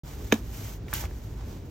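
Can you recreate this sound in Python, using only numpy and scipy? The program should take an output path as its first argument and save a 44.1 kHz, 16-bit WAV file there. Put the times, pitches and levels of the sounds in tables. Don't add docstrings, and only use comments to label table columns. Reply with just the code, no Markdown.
import sys
import numpy as np
from scipy import signal
from scipy.fft import rfft, irfft
from scipy.io import wavfile
from scipy.ndimage import uniform_filter1d

SR = 44100
rng = np.random.default_rng(int(sys.argv[2]) if len(sys.argv) > 2 else 0)


def unload_wav(signal):
    wavfile.write(
        sys.argv[1],
        SR,
        np.round(np.clip(np.atleast_2d(signal).T, -1, 1) * 32767).astype(np.int16),
    )


N = 74970

# (frequency [Hz], relative level [dB], t60 [s])
BLADE_MODES = [(958, -8, .025), (1335, -23, 0.037), (1637, 1.5, 0.007), (1910, -14, 0.0074),
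               (2378, 0, 0.012), (2506, -8, 0.02), (3110, -6, 0.011), (3660, -6.5, 0.013),
               (5115, -15.5, 0.021), (6390, -8.5, 0.013), (6700, -14, .035), (7350, -25, 0.012),
               (12900, -20.5, 0.048)]
# (frequency [Hz], relative level [dB], t60 [s])
BOARD_MODES = [(162, -12.5, 0.1), (223.4, 1.5, 0.077), (296, -1, 0.049), (384, -3.5, 0.021),
               (437, 4.5, 0.032), (615, -4.5, .02)]


def undb(db):
    return 10 ** (np.asarray(db) / 20)


def unit(x):
    return x / np.sqrt(np.mean(x ** 2))


def over_hz(table):
    hz, values = np.array(table, float).T
    bin_hz = np.arange(N // 2 + 1) * SR / N
    return np.interp(np.log(bin_hz + 1), np.log(hz), values)


def colour(x, eq):
    return unit(irfft(rfft(x) * undb(over_hz(eq)), N))


def since(start):
    return np.maximum(np.arange(N) / SR - start, 0)


def fade(start, t60, attack=1 / SR):
    return np.minimum(since(start) / attack, 1) * np.exp(-np.log(1000) * since(start + attack) / t60)


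def ring(start, modes, attack=1 / SR):
    return sum(undb(db) * fade(start, t60, attack) * np.sin(2 * np.pi * hz * since(start))
               for hz, db, t60 in modes)


def rub(clicks, modes):
    return unit(signal.fftconvolve(clicks, ring(0, modes)[None], axes=1)[:, :N])


def wander(per_s):
    step = int(SR / per_s)
    stairs = np.repeat(rng.standard_normal(512), step)[:N]
    return unit(uniform_filter1d(stairs, step))


def grains(per_s, spread_db, limit_db=10):
    size_db = np.minimum(spread_db * rng.exponential(size=(2, N)), limit_db)
    fires = rng.random((2, N)) < per_s / SR
    return fires * np.sign(rng.standard_normal((2, N))) * undb(size_db)


def stereo(pair):
    # (frequency [Hz], coherence [0-1])
    likeness = [(100, .985), (350, .95), (800, .6), (1250, .45), (1900, .8), (3000, .45), (4400, .25),
                (5800, .7), (8000, .78), (9300, .995), (10800, .995), (12500, .75), (14500, .97)]
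    coherence = over_hz(likeness)
    mid, side = rfft(pair) * np.sqrt(np.array([1 + coherence, 1 - coherence]) / 2)
    return irfft(np.array([mid + side, mid - side]), N)


def stereo_noise(eq):
    return stereo(colour(rng.standard_normal((2, N)), eq))


def outdoor_rumble(level_db=-36.5, waver_db=0.6):
    # (frequency [Hz], gain [dB])
    rumble_eq = [(20, -34), (35, -9), (55, 3), (68, -1), (80, -10.5), (102, -0.5), (140, -13), (220, -17),
                 (400, -21.5), (600, -29.5), (1100, -37.5), (2200, -43), (6000, -48.5), (12000, -56.5),
                 (16000, -55.5)]
    return undb(level_db + waver_db * wander(per_s=8.7)) * stereo_noise(rumble_eq)


def reflections(x, level_db=-18, t60=0.11, top_hz=3630, predelay_s=0.0033):
    lowpass = signal.butter(1, top_hz, fs=SR, output="sos")
    tail = signal.sosfilt(lowpass, stereo(rng.standard_normal((2, N)))) * fade(predelay_s, t60)
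    return undb(level_db) * signal.fftconvolve(x, unit(tail) / np.sqrt(N), axes=1)[:, :N]


def heap_thump():
    # (start [s], frequency [Hz], level [dB], swell [s])
    thump = (1.0405, 80, -25.5, .0105)
    start, hz, db, swell = thump
    age = since(start)
    envelope = np.exp(-((age - swell) / swell) ** 2)
    return undb(db) * envelope * np.sin(2 * np.pi * hz * age)


def air_pops(tone_db=-7.5, crack_db=-6.5):
    # (time [s], pitch [Hz], relative level [dB], t60 [s])
    pockets = [(.3160, 2560, -30.5, 0.068), (.8832, 2320, -37, 0.026), (.9298, 1580, -18.5, 0.009),
               (.9358, 1450, -23.5, 0.0085), (0.9527, 3330, -28, 0.023), (.979, 2600, -32, 0.027),
               (1.0392, 1100, -22.5, 0.0099), (1.0548, 2150, -29, 0.0055), (1.111, 1480, -37.5, 0.0063)]
    out = 0
    for start, hz, db, t60 in pockets:
        band = signal.butter(2, [hz * 0.6, hz * 1.23], "band", fs=SR, output="sos")
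        attack = 0.5 / hz
        crack = fade(start, t60, attack) * unit(signal.sosfilt(band, rng.standard_normal(N)))
        tone = ring(start, [(hz, tone_db, t60)], attack)
        out += undb(db) * (tone + undb(crack_db) * crack)
    return out


def board_thuds(cushion_s=0.0003, low_cut_hz=215):
    # (time [s], relative level [dB])
    blows = [(.3264, -12), (0.3437, -35), (0.367, -61)]
    knocks = sum(undb(db) * ring(start, BOARD_MODES) for start, db in blows)
    pole = np.exp(-1 / (cushion_s * SR))
    cushioned = signal.lfilter([1 - pole], [1, -pole], knocks)
    low_cut = signal.butter(3, low_cut_hz, "high", fs=SR, output="sos")
    return signal.sosfilt(low_cut, cushioned)


def scrapes(steel_db=-18, flutter_db=1.3):
    # (start [s], attack [s], hold [s], release [s], grit [dB], squelch [dB], board groan [dB])
    strokes = [(0.019, 0.055, 0.057, 0.11, -49.5, -52.5, -56),
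               (0.148, 0.098, 0.11, 0.17, -51.5, -51.5, -47), (0.327, .008, .005, 0.061, -53, -46, -65),
               (0.436, .15, .12, 0.089, -45, -52, -59), (0.857, 0.067, 0.011, .02, -48, -49, -67),
               (.931, 0.0024, 0.0073, 0.033, -36, -53, -52),
               (0.937, 0.027, 0.044, 0.065, -38.5, -48.5, -62), (0.993, 0.04, 0.017, 0.03, -88, -46.5, -65),
               (1.058, 0.018, 0.22, .16, -58, -58, -60), (1.366, 0.024, 0.023, 0.056, -67, -52.5, -57.5),
               (1.421, 0.074, 0.038, 0.11, -55, -50.5, -45.5), (1.605, 0.058, .04, .05, -63, -70, -48)]
    # (frequency [Hz], gain [dB])
    grit_eq = [(500, -23), (1500, -2.5), (3000, 0.5), (4500, -2.5), (6500, 2), (9000, -1.5), (13000, 3),
               (14500, -4.5), (16000, -7)]
    # (frequency [Hz], gain [dB])
    squelch_eq = [(200, -15), (450, 0.5), (850, 2), (1300, -5), (2400, -13), (4000, -13), (9000, -17.5),
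                  (16000, -65)]
    sand = grains(per_s=9000, spread_db=5.5)
    slips = grains(per_s=2500, spread_db=2.5)
    grit = stereo(colour(sand, grit_eq) + undb(steel_db) * rub(sand, BLADE_MODES))
    grit *= undb(flutter_db * wander(per_s=70.43))
    squelch = stereo(colour(slips, squelch_eq))
    groan = stereo(rub(slips, BOARD_MODES))
    out = 0
    for start, attack, hold, release, grit_db, squelch_db, groan_db in strokes:
        speed = np.interp(since(0), start + np.cumsum([0, attack, hold, release]), [0, 1, 1, 0])
        out += speed * (undb(grit_db) * grit + undb(squelch_db) * squelch + undb(groan_db) * groan)
    return out


def blade_hits():
    # (time [s], attack [s], ring [dB], splash [dB], snap [dB], splash and snap t60 [s])
    landings = [(0.3221, 0.0021, -13, -19.5, -49, 0.032), (0.3393, 0.00085, -34, -30, -57, .03),
                (0.9363, 0.0017, -39.5, -35, -19.5, .01)]
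    # (frequency [Hz], gain [dB])
    splash_eq = [(250, -22), (900, 6), (2500, -7), (3700, 1), (4400, -12), (6500, -5), (10000, -14),
                 (16000, -14)]
    # (frequency [Hz], gain [dB])
    snap_eq = [(1500, -13), (4000, -21), (6700, -10), (9000, 2), (12500, 4), (15500, -1)]
    splash, snap = stereo_noise(splash_eq), stereo_noise(snap_eq)
    out = 0
    for start, attack, ring_db, splash_db, snap_db, t60 in landings:
        steel = undb(ring_db) * ring(start, BLADE_MODES, attack)
        spatter = undb(splash_db) * splash + undb(snap_db) * snap
        out += steel + fade(start, t60, attack) * spatter
    return out


def scene():
    # (frequency [Hz], left lead [rad])
    phase = [(100, 0), (350, -.15), (800, -1.3), (1250, 0), (1900, .15), (3000, .8), (4400, .5), (5500, .1),
             (7400, 1.6), (9300, 3.05), (10800, 3.25), (12500, 4.5), (14300, 6.25)]
    # (frequency [Hz], left minus right [dB])
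    balance = [(200, 0), (400, -.7), (720, -6), (1300, -3.5), (2400, -1.5), (4400, -2.5), (6500, -.5),
               (12000, 0)]
    work = blade_hits() + board_thuds() + heap_thump() + air_pops() + scrapes()
    mix = work + reflections(work) + outdoor_rumble()
    left = np.exp(1j * over_hz(phase) / 2) * undb(over_hz(balance) / 2)
    return irfft(rfft(mix) * np.array([left, 1 / left]), N)


def record(dry):
    start_s, fade_in_s, top_hz = 0.034, 0.0016, 16000
    fade_in = np.minimum(since(start_s) / fade_in_s, 1)
    high_cut = signal.ellip(8, 0.2, 70, top_hz, fs=SR, output="sos")
    return signal.sosfilt(high_cut, dry * fade_in)


dry = scene()
out = record(dry)
unload_wav(out)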